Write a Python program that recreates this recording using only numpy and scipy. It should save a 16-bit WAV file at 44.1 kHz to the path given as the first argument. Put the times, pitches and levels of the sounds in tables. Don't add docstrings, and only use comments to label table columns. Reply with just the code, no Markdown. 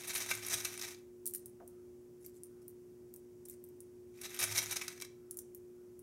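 import sys
import numpy as np
from scipy import signal
from scipy.fft import rfft, irfft, next_fast_len
from scipy.io import wavfile
from scipy.ndimage import map_coordinates

SR = 44100
rng = np.random.default_rng(int(sys.argv[2]) if len(sys.argv) > 2 else 0)


def store_wav(level_fs):
    pcm = np.round(np.clip(np.atleast_2d(level_fs), -1, 1) * 32767)
    wavfile.write(sys.argv[1], SR, pcm.T.astype(np.int16))


N = 265790

# (start [s], length [s], level [dB], piece pitch [Hz])
HEAP_SHOVES = [(0.073, 0.013, -41, 10000), (0.093, 0.016, -41, 4000), (0.134, 0.0093, -40.5, 9500),
               (0.15, 0.0039, -32.5, 9500), (0.157, 0.0037, -32, 2330), (0.166, 0.016, -38.5, 10000),
               (0.201, .02, -39.5, 6000), (0.289, .008, -40.5, 6000), (0.304, .011, -35.5, 6000),
               (0.313, 0.0026, -36, 1800), (0.35, 0.0022, -37.5, 12000), (0.464, 0.0024, -35.5, 11000),
               (0.482, 0.0032, -36, 11000), (0.497, 0.031, -38.5, 6000), (0.529, .013, -32, 7500),
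               (0.571, 0.013, -42.5, 5980), (0.596, .011, -43.5, 6000), (0.648, 0.0056, -31.5, 6000),
               (0.794, 0.0022, -40, 5000), (0.813, .003, -36.5, 5000), (0.823, 0.0018, -37, 6000),
               (0.832, .018, -44, 4000), (4.214, 0.0025, -41, 11000), (4.234, 0.024, -45, 4000),
               (4.343, 0.0033, -41.5, 10000), (4.39, 0.014, -34.5, 10000), (4.411, 0.014, -36, 2500),
               (4.426, .016, -31, 9500), (4.522, .004, -38, 6000), (4.549, 0.024, -38.5, 6000),
               (4.574, .015, -29, 6000), (4.616, 0.0046, -43.5, 2300), (4.709, 0.0042, -34, 6000),
               (4.72, 0.01, -36.5, 6000), (4.758, .008, -38.5, 6000), (4.766, 0.0029, -31.5, 5000),
               (4.812, 0.0091, -39, 2500), (4.88, 0.0018, -32.5, 4920), (4.976, 0.0018, -50.5, 5500),
               (5, 0.0022, -45.5, 6000), (5.012, .002, -41, 9600), (5.021, 0.0016, -35, 3200),
               (5.047, 0.0022, -45.5, 5500)]
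# (start [s], deepest [s], end [s], top level [dB], swell [dB])
HAND_DIGS = [(0, 0.526, 0.91, -48.5, 2.5), (4.194, 4.55, 4.957, -43.5, 17)]
# (frequency [Hz], relative level [dB])
HEAP_SPECTRUM = [(150, -8.5), (480, -9), (650, -4.5), (900, -5.5), (1400, -4), (2200, 1), (2950, -7),
                 (3600, -2.5), (4700, -5.5), (5500, -1), (8000, -3), (9400, 0), (11000, -4), (13200, -1.5),
                 (15500, -12.5)]
# (centre [Hz], width [Hz], lift [dB])
CUP_RESONANCES = [(1280, 120, 4), (2000, 160, 3), (2320, 130, 4), (2630, 130, 6), (3850, 400, 4),
                  (5030, 160, 3), (6000, 450, 5), (6590, 120, 3)]
# (time [s], relative level [dB])
WALL_KNOCKS = [(0.3132, -28.5), (5.024, -49)]
# (frequency [Hz], relative level [dB], t60 [s])
WALL_MODES = [(1270, -6, 0.03), (1548, -3, 0.06), (2118, -4, 0.08), (2320, 5, .04), (2480, -6, .02),
              (2646, -2, 0.06), (2850, -17, .04), (3483, -10.5, 0.027)]
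# (time [s], relative level [dB], pitch [Hz])
PALM_CLINKS = [(1.2567, -28, 11800), (1.2645, -21.5, 8800), (1.2743, -20.5, 10900), (1.3368, -25.5, 9600),
               (1.348, -24, 9350), (1.357, -28.5, 13000), (1.4581, -33.5, 13700), (1.6765, -39.5, 9300),
               (2.2617, -34.5, 13100), (2.4339, -33.5, 9000), (2.6802, -35, 13800), (3.139, -36.5, 13900),
               (3.161, -39, 9400), (3.455, -42, 10800), (3.485, -37, 13300), (3.4976, -32, 13700),
               (3.6397, -39.5, 13200), (3.6875, -49, 12400), (3.8042, -38.5, 10350), (5.3097, -27, 10300),
               (5.3706, -30, 11000), (5.3884, -27.5, 9600), (5.5474, -34.5, 12300), (5.9918, -43, 10400)]
# (frequency [Hz], relative level [dB])
CRACK_SPECTRUM = [(500, -38), (1500, -28), (3500, -24), (5500, -12), (7800, -7), (9200, 2), (11200, -4),
                  (13400, 1), (15500, 1)]
# (start [s], length [s], level [dB])
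PALM_RUBS = [(1.335, .03, -49), (2.2, .1, -69), (2.24, .028, -60), (2.33, .06, -70), (2.617, .018, -70),
             (3.453, .008, -52), (3.475, .07, -60)]
# (frequency [Hz], relative level [dB])
RASP_SPECTRUM = [(700, -20), (2100, -7), (3200, -15), (6500, 2), (9500, 5.5), (15000, -4)]
# (start [s], hardest [s], end [s], relative level [dB], swell [dB])
CUP_PRESSES = [(0, .55, 0.88, -58.5, 10), (4.437, 4.47, 4.74, -52.5, 7)]
# (start [s], length [s], level [dB])
SLEEVE_BRUSHES = [(1.656, .22, -82), (2.463, 0.19, -80.5), (5.098, 0.39, -83), (5.654, 0.35, -85.5)]
# (frequency [Hz], t60 [s])
ROOM_DECAY = [(300, 0.66), (2000, 0.4), (8000, 0.31), (15000, 0.073)]
# (frequency [Hz], rms level [dB])
HUM_PARTIALS = [(120, -81), (240, -68.5), (359.8, -55.5), (420, -77), (480, -83.5), (600, -86)]
# (frequency [Hz], relative level [dB])
AIR_SPECTRUM = [(25, -34), (38, -12), (60, -5), (108, 2), (140, -1.5), (190, -3), (280, -3), (400, -7),
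                (700, -19.5), (1000, -22), (1300, -26), (2000, -28), (4000, -34.5), (5700, -28),
                (15500, -30)]
# (frequency [Hz], gain [dB])
MIC_RESPONSE = [(22, -22), (40, 0), (13600, 0), (14300, -2), (14850, -8), (15450, 3), (15750, 1),
                (16000, -12)]


def shoves(build_db=2.5, usual_s=0.0097, usual_hz=6000, sparkle_db_per_oct=3):
    out, t = np.zeros(N), np.arange(SR // 16) / SR
    for start_s, length_s, db, piece_hz in HEAP_SHOVES:
        settle_s = 0.0055 * (length_s / usual_s) ** 0.49
        build = amp(build_db * np.minimum(t / length_s, 1))
        settle = np.exp(-np.maximum(t - length_s, 0) / settle_s)
        hits = contacts(len(t), per_s=8000, spread_db=3.5) * build * settle
        weight_db = 1.5 * np.log2(length_s / usual_s)
        treble_db = 0.5 + sparkle_db_per_oct * np.log2(piece_hz / usual_hz)
        tilt = [(700, weight_db), (1400, -1), (2600, -1), (4000, 0), (6500, 0), (9000, treble_db)]
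        colour = lambda hz: cup_db(hz) + along(tilt, hz) + lift(hz, piece_hz, 0.34 * piece_hz, db=5)
        burst = coloured(shards(hits, t60_s=0.0067, ringing=0.94), colour)
        add(out, start_s, amp(db) * np.sqrt(length_s * SR) * unit_energy(burst))
    return out


def stirring(uneven_db=2.5, snap_db=-8):
    slips = shards(contacts(N, per_s=1600, spread_db=0.5), t60_s=0.004, ringing=0.67)
    slips *= amp(uneven_db * wobble(60))
    snaps = shards(contacts(N, per_s=60, spread_db=6), t60_s=0.0084, ringing=1)
    heap = coloured(unit_rms(slips) + amp(snap_db) * unit_rms(snaps), cup_db)
    return sum(gesture(*dig) for dig in HAND_DIGS) * unit_rms(heap)


def contacts(size, per_s, spread_db):
    happens = rng.random(size) < per_s / SR
    return happens * rng.choice([-1, 1], size) * amp(spread_db * np.clip(rng.standard_normal(size), -2, 2))


def shards(hits, t60_s, ringing):
    t, onsets = np.arange(SR // 100) / SR, np.flatnonzero(hits)
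    modes = ring(t, rng.uniform(1494, 15870, (len(onsets), 1)), t60_s)
    modes *= ringing * hits[onsets, None] / np.linalg.norm(modes, axis=1, keepdims=True)
    samples = onsets[:, None] + np.arange(len(t))
    return hits + np.bincount(samples.ravel(), modes.ravel(), len(hits))[:len(hits)]


def cup_db(hz):
    return along(HEAP_SPECTRUM, hz) + sum(lift(hz, *resonance) for resonance in CUP_RESONANCES)


def gesture(start_s, peak_s, end_s, db, swell_db, release_db_per_s=269):
    t = np.arange(N) / SR
    outside_s = np.maximum(start_s - t, 0) + np.maximum(t - end_s, 0)
    below_peak_db = np.interp(t, [start_s, peak_s, end_s], [swell_db, 0, swell_db])
    return amp(db - below_peak_db - release_db_per_s * outside_s)


def knocks(gain_db=-5, scatter_db=0.97):
    out, t = np.zeros(N), np.arange(SR // 5) / SR
    for time_s, db in WALL_KNOCKS:
        wall = sum(amp(mode_db + rng.normal(0, scatter_db)) * ring(t, hz, t60_s)
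                   for hz, mode_db, t60_s in WALL_MODES)
        add(out, time_s, amp(db + gain_db) * wall)
    return out


def clinks(gain_db=11, lag_s=0.0007, rebound_db=-9, rock_gap_s=0.011, rock_db=-15.5, loss_db=1.5):
    out = np.zeros(N)
    for time_s, db, hz in PALM_CLINKS:
        gain = amp(db + gain_db)
        add(out, time_s + lag_s, gain * clink(hz))
        add(out, time_s + rng.uniform(0.0022, 0.005), gain * amp(rebound_db) * clink(hz))
        for k, delay_s in enumerate(np.cumsum(rock_gap_s * rng.uniform(0.5, 1.5, 3))):
            tick = clink(hz=rng.uniform(9000, 13500))
            add(out, time_s + delay_s, gain * amp(rock_db - loss_db * k) * tick)
    return out


def clink(hz, t60_s=0.004, contact_s=0.0002, others_db=-6, crack_db=5, crack_t60_s=0.005):
    t = np.arange(SR // 40) / SR
    attack = 1 - np.exp(-t / contact_s)
    others = sum(ring(t, other_hz, t60_s) for other_hz in rng.uniform(7400, 14000, 3))
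    modes = attack * (ring(t, hz, t60_s) + amp(others_db) * others)
    burst = rng.standard_normal(len(t)) * attack * decay(t, crack_t60_s)
    crack = coloured(burst, lambda f: along(CRACK_SPECTRUM, f) + lift(f, hz, width_hz=1800, db=7))
    return unit_energy(modes + amp(crack_db) * crack)


def rubs():
    out = np.zeros(N)
    for start_s, length_s, db in PALM_RUBS:
        size = round(length_s * SR)
        grit = shards(contacts(size, per_s=1900, spread_db=12), t60_s=0.023, ringing=1)
        rasp = coloured(grit, lambda hz: along(RASP_SPECTRUM, hz))
        stroke = np.sqrt(np.abs(np.sin(np.linspace(0, np.pi, size))))
        add(out, start_s, amp(db) * unit_rms(rasp) * stroke)
    return out


def creak(start_s=1.602, length_s=0.028, from_hz=1400, to_hz=300, body_hz=690, gain_db=-54):
    out, t = np.zeros(N), np.arange(SR // 10) / SR
    attack = 1 - np.exp(-t / 0.0001)
    for progress in np.linspace(0, 1, 7):
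        hz = from_hz * (to_hz / from_hz) ** progress
        slip = ring(t, hz, t60_s=18 / hz) + 0.8 * ring(t, body_hz, t60_s=0.026)
        time_s = start_s + length_s * progress + rng.normal(0, 0.00055)
        add(out, time_s, amp(gain_db) * slip * attack)
    return out


def table_drone(hz=107, gain_db=-2, drift_rad=0.9, waver_db=2):
    phase = 2 * np.pi * hz * np.arange(N) / SR + drift_rad * wobble(14)
    drone = np.sin(phase) * amp(waver_db * wobble(20))
    return amp(gain_db) * sum(gesture(*press) for press in CUP_PRESSES) * unit_rms(drone)


def sleeve(centre_hz=1350, width_hz=500):
    out = np.zeros(N)
    for start_s, length_s, db in SLEEVE_BRUSHES:
        size = round(length_s * SR)
        swish = coloured(rng.standard_normal(size), lambda hz: lift(hz, centre_hz, width_hz, db=30))
        add(out, start_s, amp(db) * unit_rms(swish) * np.sin(np.linspace(0, np.pi, size)))
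    return out


def room(sound, near_db=-8.5, tail_db=-13):
    hz, frame_s, spectra = signal.stft(rng.standard_normal(SR // 2), SR, nperseg=256)
    fade = amp(-60 * frame_s / along(ROOM_DECAY, hz)[:, None])
    tail = signal.istft(spectra * fade, SR, nperseg=256)[1]
    t = np.arange(len(tail)) / SR
    tail *= t > 0.006
    near = contacts(len(t), per_s=5000, spread_db=2) * decay(t, t60_s=0.09) * (t > 0.001)
    response = amp(near_db) * unit_energy(near) + amp(tail_db) * unit_energy(tail)
    return signal.fftconvolve(sound, response)[:N]


def mains_hum(waver_db=0.67):
    t = np.arange(N) / SR
    return sum(amp(db + waver_db * wobble(4.45)) * unit_rms(np.sin(2 * np.pi * (hz * t + rng.random())))
               for hz, db in HUM_PARTIALS)


def room_air(rms_db=-65):
    return amp(rms_db) * unit_rms(coloured(rng.standard_normal(N), lambda hz: along(AIR_SPECTRUM, hz)))


def amp(db):
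    return 10 ** (np.asarray(db) / 20)


def unit_rms(x):
    return x / np.sqrt(np.mean(x ** 2) + 1e-20)


def unit_energy(x):
    return x / np.linalg.norm(x)


def decay(t, t60_s):
    return np.exp(-np.log(1000) * t / t60_s)


def ring(t, hz, t60_s):
    return np.sin(2 * np.pi * hz * t) * decay(t, t60_s)


def lift(hz, centre_hz, width_hz, db):
    return db / (1 + (2 * (hz - centre_hz) / width_hz) ** 2)


def along(points, hz):
    point_hz, values = np.transpose(points)
    return np.interp(np.log(hz + 1), np.log(point_hz + 1), values)


def wobble(knots_per_s):
    knots = rng.standard_normal(int(N * knots_per_s / SR) + 4)
    return map_coordinates(knots, [np.arange(N) * knots_per_s / SR])


def coloured(x, db_of_hz):
    size = 2 * next_fast_len(len(x))
    gain = unit_rms(amp(db_of_hz(np.fft.rfftfreq(size, 1 / SR))))
    cepstrum = irfft(np.log(gain), size)
    cepstrum[1:size // 2] *= 2
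    cepstrum[size // 2 + 1:] = 0
    return irfft(rfft(x, size) * np.exp(rfft(cepstrum)), size)[:len(x)]


def add(track, time_s, sound):
    part = track[max(round(time_s * SR), 0):][:len(sound)]
    part += sound[:len(part)]


def scene():
    handling = shoves() + stirring() + knocks() + clinks() + rubs() + creak() + sleeve()
    return (handling + room(handling) + table_drone() + mains_hum() + room_air())[None]


def record(dry):
    size, top_hz = next_fast_len(N + SR // 2), 16500
    hz = np.fft.rfftfreq(size, 1 / SR)
    gain = amp(along(MIC_RESPONSE, hz)) * (hz < top_hz)
    return irfft(rfft(dry, size) * gain, size)[:, :N]


dry = scene()
out = record(dry)
store_wav(out)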